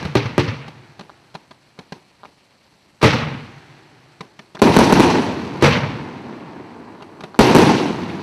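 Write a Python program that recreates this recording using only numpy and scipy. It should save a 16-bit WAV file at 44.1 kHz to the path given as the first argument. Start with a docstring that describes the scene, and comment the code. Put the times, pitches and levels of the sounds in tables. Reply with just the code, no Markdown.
"""A firework cake fires at night: single lift shots and two volleys leave the tubes, then clusters of salutes overhead
overload the input. Each bang is a damped pressure swing with a ground bounce, a near echo field and far rolling
returns, both made of filtered sparse noise. Small cracks and ragged pops, mostly in the air, sputter ahead of lifts
and an uneven hiss fill in around them. One capsule hears it all through a resonant housing."""
import sys
import numpy as np
from scipy import signal
from scipy.io import wavfile
from scipy.ndimage import uniform_filter1d, minimum_filter1d

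SR = 44100
rng = np.random.default_rng(int(sys.argv[2]) if len(sys.argv) > 2 else 0)


def wav_record(signal):
    """Record a signal, one row per channel, as 16-bit PCM in the file named by sys.argv[1]."""
    frames = np.transpose(np.atleast_2d(signal))
    bounded = np.clip(frames, -1, 1)
    # unit amplitude maps onto the largest positive 16-bit level
    quanta = np.round(bounded * 32767).astype(np.int16)
    wavfile.write(sys.argv[1], SR, quanta)


def volts_from_decibels(level):
    """Turn decibel levels (scalar or array-like) into linear amplitude factors."""
    exponent = np.asarray(level, float) / 20
    return 10 ** exponent


N = 362502  # samples, about 8.2 s

# lift shots from the tubes: t/s, blast level/dB, near echo field level/dB, pitch factor of the ring
LIFT_SHOTS = [(-.052, -3.5, -26, 0.64), (0.1542, 2, -23, 0.88), (.3799, 3, -21.5, 0.81),
              (3.03, 5, -13.5, 0.95), (3.0366, 3, -19.5, 0.9), (3.0426, 0.5, -24, 0.92),
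              (3.0562, -19, -20.5, 0.54), (5.6245, 4, -14.5, 1.01), (5.6398, -14, -19.5, 0.92),
              (5.648, -10, -18.5, 1.14), (5.6623, -18, -21, 1.01)]
# salutes overhead: t/s, blast level/dB, near echo field level/dB, delay of the ground bounce/ms
SALUTE_BURSTS = [(4.6184, 16.5, -9.5, 5), (4.738, -14, -17, 3.6), (4.7654, 19, -15.5, 4.7),
                 (4.7894, 14, -10, 4.5), (4.9253, 15.5, -11.5, 4.66), (4.9981, 15, -11.5, 6.2),
                 (7.3907, 27, -10, 4.36), (7.408, 11, -11, 4.52), (7.5494, 19.5, -13.5, 5.5),
                 (7.5625, 17, -14, 4.44), (7.5862, 9.5, -11, 6.3)]
# colour of the near echoes of salutes, cracks and pops: f/Hz, relative level/dB
BURST_ECHO_COLOUR = [(24, -54), (40, -20), (93, -7), (211, -1.5), (373, -2), (627, -13), (933, -8),
                     (1170, -19.5), (2170, -26.5), (2450, -26), (5850, -34.5), (6950, -41.5),
                     (11400, -42.5), (13600, -52), (15000, -114)]


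def read(points, hz):
    """Joins a table by straight lines over log frequency."""
    f, value = np.transpose(points)
    return np.interp(np.log(hz + 1), np.log(f + 1), value)


def add(mix, s, sound):
    """Mixes a sound in at second s; what lies before the start is lost."""
    at = round(s * SR)
    part = mix[max(at, 0):max(at + len(sound), 0)]
    part += sound[max(-at, 0):][:len(part)]


def causal(db):
    """Minimum-phase filter taps for a gain given from zero to half the sample rate."""
    mirrored_db = np.r_[db, db[-2:0:-1]]
    log_gain = np.log(volts_from_decibels(np.maximum(mirrored_db, -100)))
    spectrum = np.exp(np.conj(signal.hilbert(log_gain)))
    return np.fft.ifft(spectrum).real[:len(db) // 2]


def colour(x, points):
    """Filters x by a spectrum, keeping the power of white noise."""
    taps = causal(read(points, np.fft.rfftfreq(8192, 1 / SR)))
    return signal.oaconvolve(x, taps / np.linalg.norm(taps))[:len(x)]


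def swing(hz, start, cycles, rise_ms, slow_s=1):
    """A pressure jump, then suction and rebound: a damped cosine whose later swings stretch; start in radians."""
    t = np.arange(SR // 24) / SR
    turns = hz * slow_s * (1 - np.exp(-t / slow_s))
    rise = 1 - np.exp(-1000 * t / rise_ms)
    decay = np.exp(-hz * t / cycles)
    fade_out = 1 - (t / t[-1]) ** 4
    return rise * decay * fade_out * np.cos(2 * np.pi * turns + start)


def with_ground(mix, s, sound, echo_ms, echo_db, size=7):
    """The direct sound and its slightly duller bounce off the ground."""
    out = np.zeros(len(sound) + round(echo_ms * SR / 1000))
    add(out, 0, sound)
    smoothing = np.bartlett(size) * 2 / (size - 1)
    bounce = signal.lfilter(smoothing, 1, sound)
    add(out, echo_ms / 1000, volts_from_decibels(echo_db) * bounce)
    add(mix, s, out)
    return mix


def field(starts, levels_db, t60, build_s, echoes, taps_per_s, patchy_db):
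    """Sparse reflections whose power builds after each bang and dies band by band."""
    hop = 128
    taps = rng.standard_normal(N) * (rng.random(N) < taps_per_s / SR)
    taps *= np.sqrt(SR / taps_per_s)
    hz, t, z = signal.stft(taps, SR, nperseg=4 * hop, noverlap=3 * hop)
    power = np.zeros(z.shape)
    slope_db = -60 / np.maximum(read(t60, hz), .1)[:, None]  # per second
    for s, db in zip(starts, levels_db):
        first = np.searchsorted(t, s + 0.002)
        age = t[first:] - s
        # echoes that stand out: quick to arrive, slower to fade
        late = [(np.maximum(age - delay, 0) / rise, lift) for delay, lift, rise in echoes]
        lumps_db = sum(lift * u * np.exp(1 - u) for u, lift in late)
        build = 1 - np.exp(-age / build_s)
        power[:, first:] += build * volts_from_decibels(2 * (db + lumps_db + slope_db * age))
    # uneven level, smoothed over time and then over frequency
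    patches = uniform_filter1d(rng.standard_normal(z.shape), size=8, axis=1)
    patches = uniform_filter1d(patches, size=30, axis=0)
    z *= np.sqrt(power) * volts_from_decibels(patchy_db * patches / patches.std())
    return signal.istft(z, SR, nperseg=4 * hop, noverlap=3 * hop)[1][:N]


def night():
    """Burning stars hiss unevenly over the quiet of the night: steady sparse noise, coloured."""
    # colour of the hiss: f/Hz, relative level/dB
    hiss_colour = [(18, -38), (30, -3), (136, 7), (346, 0.5), (394, -2.5), (928, -2.5), (1440, -10),
                   (2770, -12.5), (3680, -15), (4200, -12), (6700, -23.5), (7830, -20), (9640, -24.5),
                   (13200, -30), (15000, -31)]
    # begun 5 s early, with almost no decay
    hiss = field([-5], [-56.5], [(1000, 1e4)], .1, [], taps_per_s=12000, patchy_db=1.0)
    return colour(hiss, hiss_colour)


def far_echoes():
    """Slow rolling returns from distant ground; an earlier shot still rolls at the start."""
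    # decay of the far salute echoes: f/Hz, t60/s
    salute_far_decay = [(80, 5), (170, 4.9), (400, 7.86), (1000, 8.86), (3000, 5.04), (8000, 2.84)]
    # colour of the far salute echoes: f/Hz, relative level/dB
    salute_far_colour = [(24, -72), (40, -48), (76, -0.5), (227, 5), (355, -1.5), (554, -13), (956, -10.5),
                         (1290, -19.5), (2340, -24), (4560, -29.5), (6950, -36.5), (12300, -45),
                         (15000, -68)]
    # decay of the far shot echoes: f/Hz, t60/s
    shot_far_decay = [(80, 3.9), (170, 3.1), (400, 4.55), (1000, 3.94), (3000, 3.37), (8000, 3.3)]
    # colour of the far shot echoes: f/Hz, relative level/dB
    shot_far_colour = [(24, -58.5), (40, -21), (82, -16.5), (135, 2.5), (156, -4), (180, -19), (343, -9),
                       (514, -23), (869, -14.5), (1000, -21), (1500, -20), (4300, -32), (12000, -53.5),
                       (15600, -77), (22000, -120)]
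    s, db = np.transpose(SALUTE_BURSTS)[[0, 2]]
    salute_roll = field(s, db - 16.0, salute_far_decay, 0.028, [], taps_per_s=8000, patchy_db=-1.0)
    rolling = colour(salute_roll, salute_far_colour)
    s, db = np.transpose([(-0.53, -6.5)] + [(row[0], row[2]) for row in LIFT_SHOTS])
    shot_roll = field(s, db - 24.5, shot_far_decay, .06, [], taps_per_s=9800, patchy_db=0.3)
    return rolling + colour(shot_roll, shot_far_colour)


def puff(noise, ms):
    """A few milliseconds of fizz: coloured noise that swells and dies."""
    # colour of the fizz: f/Hz, relative level/dB
    fizz_colour = [(120, -40), (200, -4.5), (946, -9.5), (1980, -18), (4310, -21), (7150, -35),
                   (11000, -40.5), (15000, -54)]
    u = 1000 * np.arange(len(noise)) / SR / max(ms, 1)
    return colour(noise, fizz_colour) * u ** 1.42 * np.exp(-1.8 * u ** 2) * 1.47


def sputter():
    """Quick match and escaping gas crackle ahead of the lifts, as short puffs of noise."""
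    # sputter at the tubes: t/s, level/dB, length/ms
    sputter_puffs = [(0.1505, -13, 7), (3.0132, -16.5, 8.7), (3.0236, -9.5, 6.3), (5.61, -23, 5.9),
                     (5.618, -18, 6)]
    out = np.zeros(N)
    for (s, db, ms), noise in zip(sputter_puffs, rng.standard_normal((len(sputter_puffs), SR // 20))):
        add(out, s, volts_from_decibels(db) * puff(noise, ms))
    return out


def crack(hz):
    """A rounded shock: one deep dip between two small crests, with a thin snap."""
    u = np.arange(SR // 100) * hz / SR - 1  # in swings, zero at the dip
    dip = -np.cos(2 * np.pi * u - .25) * np.exp(-(u / .55) ** 2)
    snap = np.cos(2 * np.pi * 3.9 * (u + .4)) * np.exp(-((u + .3) / .3) ** 2)
    return dip + .14 * snap


def pops():
    """Clean cracks, and ragged puffs with a thump and a hollow knock; each bounces once, their echo field is faint."""
    # small clean cracks, mostly in the air, one just ahead of a volley: t/s, level/dB, swing f/Hz
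    clean_cracks = [(1.095, -28, 960), (1.778, -41, 1000), (2.2330, -26.5, 925), (2.2489, -29, 920),
                    (3.013, -25, 1120), (4.5691, -26, 1260), (7.005, -31, 900), (7.2258, -35, 1000),
                    (7.344, -23, 1010)]
    # ragged pops, and at 0.054 s the echo of an earlier shot: t/s, level/dB, length/ms, knock f/Hz
    ragged_pops = [(0.028, -15.5, 3.7, 1700), (0.054, -12, 2.9, 729), (0.68, -23.5, 8.3, 870),
                   (0.994, -21.5, 6.4, 950), (1.01, -24.5, 5.1, 953), (1.344, -27.5, 4.8, 590),
                   (1.35, -20.5, 8.4, 875), (1.509, -29.5, 9.5, 765), (1.79, -20.5, 5.4, 610),
                   (1.923, -17, 6.2, 860), (2.254, -30.5, 4.8, 1150), (4.208, -17.5, 6, 950),
                   (4.392, -23, 5.5, 1660), (4.549, -22, 8.9, 880), (4.591, -22, 9.8, 760),
                   (7.023, -24, 5.9, 890), (7.207, -23, 5.6, 925), (7.237, -18, 6.4, 704),
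                   (7.359, -33, 6.3, 870)]
    ground_ms, hollow = 4.9, 0.38  # hollow: share of the knock
    thump_db, thump_growth = 7.5, .6  # louder pops thump more (dB per dB)
    out = np.zeros(N)
    for s, db, hz in clean_cracks:
        with_ground(out, s, volts_from_decibels(db) * crack(hz), ground_ms, 0.46)
    for (s, db, ms, hz), noise in zip(ragged_pops, rng.standard_normal((len(ragged_pops), SR // 20))):
        fizz = puff(noise, ms)
        knock = signal.lfilter(*signal.iirpeak(hz, 3.5, SR), fizz)  # favours one pitch
        pop = (1 - hollow) * fizz + 2.2 * hollow * knock
        thump = swing(156, 2.8, cycles=0.73, rise_ms=0.39)
        add(pop, .0015, volts_from_decibels(thump_db + thump_growth * db) * thump)
        with_ground(out, s - .002, volts_from_decibels(db) * pop, ground_ms, -4)
    s, db = np.transpose([row[:2] for row in clean_cracks + ragged_pops])
    faint_decay = [(200, 0.22), (3000, 0.34)]  # f/Hz, t60/s
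    faint = field(s, db - 21.5, faint_decay, 0.00082, [], taps_per_s=7300, patchy_db=1.5)
    return out + colour(faint, BURST_ECHO_COLOUR)


def bangs(rows, blast, echo_ms, echo_db, size, tint, t60, echoes):
    """Shock fronts with their ground bounce, and the near echo field that they raise."""
    out = np.zeros(N)
    for (s, db, *_), ms in zip(rows, echo_ms):
        with_ground(out, s, volts_from_decibels(db) * blast, ms, echo_db, size)
    s, field_db = np.transpose(rows)[[0, 2]]
    near = field(s, field_db, t60, 0.0013, echoes, taps_per_s=14000, patchy_db=1.5)
    return out + colour(near, tint)


def shots():
    """Lift charges: a second front leaves the tube mouth as the shell clears it; the box rings and booms."""
    # echoes that stand out of the near field: delay/s, lift over the field/dB, rise to the crest/s
    shot_echoes = [(0.011, 7.5, 0.0062), (0.1, 6.5, 0.0054)]
    # colour of the near echoes: f/Hz, relative level/dB
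    shot_colour = [(24, -102), (40, -24.5), (122, 0), (169, -9), (244, -5.5), (401, -22), (454, -7),
                   (710, -19), (888, -13.5), (1650, -21.5), (2220, -21.5), (5700, -34.5), (6950, -44.5),
                   (11500, -54), (14000, -57), (15000, -75)]
    # decay of the near echoes: f/Hz, t60/s
    shot_decay = [(80, 1), (170, 0.96), (420, 0.78), (1100, 0.82), (3000, 0.8), (8000, 0.52), (14000, 0.52)]
    # hollow ring of tubes and box at pitch factor 1: f/Hz, level relative to the blast/dB, t60/s
    tube_modes = [(109, -24.5, 0.1), (146.4, -8, 0.1), (256.3, -23.5, 0.19), (343, -16.5, 0.21),
                  (471.2, -17.5, 0.25)]
    # narrow boom that hangs on after a lift: f/Hz, relative level/dB
    boom_colour = [(50, -33), (95, -17.5), (135, 5.5), (160, 3), (230, -62)]
    blast = swing(320, 0.5, cycles=0.88, rise_ms=0.088)
    add(blast, .0026, .5 * swing(960, 0.23, cycles=0.57, rise_ms=0.073))
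    ground_ms = [4.9] * len(LIFT_SHOTS)  # all tubes stand in one place
    out = bangs(LIFT_SHOTS, blast, ground_ms, -1.7, size=15, tint=shot_colour, t60=shot_decay,
                echoes=shot_echoes)
    t = np.arange(SR // 2) / SR
    chances = rng.random((len(LIFT_SHOTS), len(tube_modes), 2))
    for (s, db, _, pitch), chance in zip(LIFT_SHOTS, chances):
        ring = np.zeros(len(t))
        for (hz, level_db, t60), (a, b) in zip(tube_modes, chance):
            mode_hz = hz * pitch * (1 + 0.11 * (a - .5))
            ring += volts_from_decibels(level_db - 60 * t / t60) * np.sin(2 * np.pi * (mode_hz * t + b))
        add(out, s + 0.00318, volts_from_decibels(db) * ring * (1 - np.exp(-t / 0.0025)))
        add(out, s + 0.0026, volts_from_decibels(db - 13) * swing(85, -1, cycles=1.3, rise_ms=2.7))  # the ground shakes
        wall_thud = swing(130 * pitch, -0.69, cycles=2.5, rise_ms=1.3)
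        add(out, s + .1, volts_from_decibels(db - 15.5) * wall_thud)  # dull, off a wall
    s = np.transpose(LIFT_SHOTS)[0]
    boom_db = np.full(len(s), -29)  # one boom level for every lift
    boom = field(s, boom_db, [(100, 1.16)], .03, [(.185, 3.5, 0.0037)], taps_per_s=600, patchy_db=3.5)
    return out + colour(boom, boom_colour)


def salutes():
    """Flash bursts overhead: a sharp stretching swing over a slow low push."""
    # echoes that stand out of the near field: delay/s, lift over the field/dB, rise to the crest/s
    salute_echoes = [(0.038, 1.1, 0.0011), (0.097, 4.1, 0.015), (0.152, 4.8, 0.068)]
    # decay of the near echoes: f/Hz, t60/s
    salute_decay = [(80, 0.85), (170, 1), (420, 0.99), (1100, 1), (3000, 1), (8000, 0.78), (14000, 0.48)]
    blast = swing(371, .22, cycles=.75, rise_ms=.03, slow_s=.008)
    add(blast, 0, volts_from_decibels(-26) * swing(46.6, -2.04, cycles=0.66, rise_ms=9))  # low push
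    ground_ms = np.transpose(SALUTE_BURSTS)[3]
    return bangs(SALUTE_BURSTS, blast, ground_ms, -4.0, size=7, tint=BURST_ECHO_COLOUR, t60=salute_decay,
                 echoes=salute_echoes)


def scene():
    """One capsule feeds both channels."""
    mono = shots() + salutes() + far_echoes() + pops() + sputter() + night()
    return np.tile(mono, (2, 1))


def low_end_lean(x):
    """Around peaks above 0.85 the low end leans briefly to the left."""
    near_peak = -minimum_filter1d(-1. * (abs(x[0]) > .85), size=2400, origin=800)
    low_end = signal.lfilter(*signal.butter(2, 1500, fs=SR), x[0])
    lean = 0.029 * uniform_filter1d(near_peak, size=400) * low_end
    return x + [lean, -lean]


def band_limit(x):
    """A steep low-pass at the top of the band."""
    return signal.sosfilt(signal.butter(12, 16100, fs=SR, output="sos"), x)


def record(dry):
    """Housing colour, preamp overload, a coupling filter that makes the flat tops droop, then full scale."""
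    # housing resonances of the microphone: f/Hz, half-width at 1/e of the dB gain/Hz, gain/dB
    housing_peaks = [(2420, 1094, 5.5), (4284, 680, 6), (5940, 890, 6), (7700, 200, 5), (9100, 230, 4.5),
                     (10800, 950, 1)]
    hz = np.fft.rfftfreq(2048, 1 / SR)
    housing = causal(sum(db * np.exp(-((hz - f) / w) ** 2) for f, w, db in housing_peaks))
    x = signal.oaconvolve(dry, housing[None], axes=1)[:, :N]
    x = np.clip(x, -.7, .82)  # lopsided overload
    x = signal.lfilter(*signal.butter(1, 92, "high", fs=SR), x)
    x = signal.lfilter(*signal.butter(8, 13800, fs=SR), x)
    finished = np.clip(low_end_lean(x), -1, 1)
    return band_limit(finished)


dry = scene()
out = record(dry)
wav_record(out)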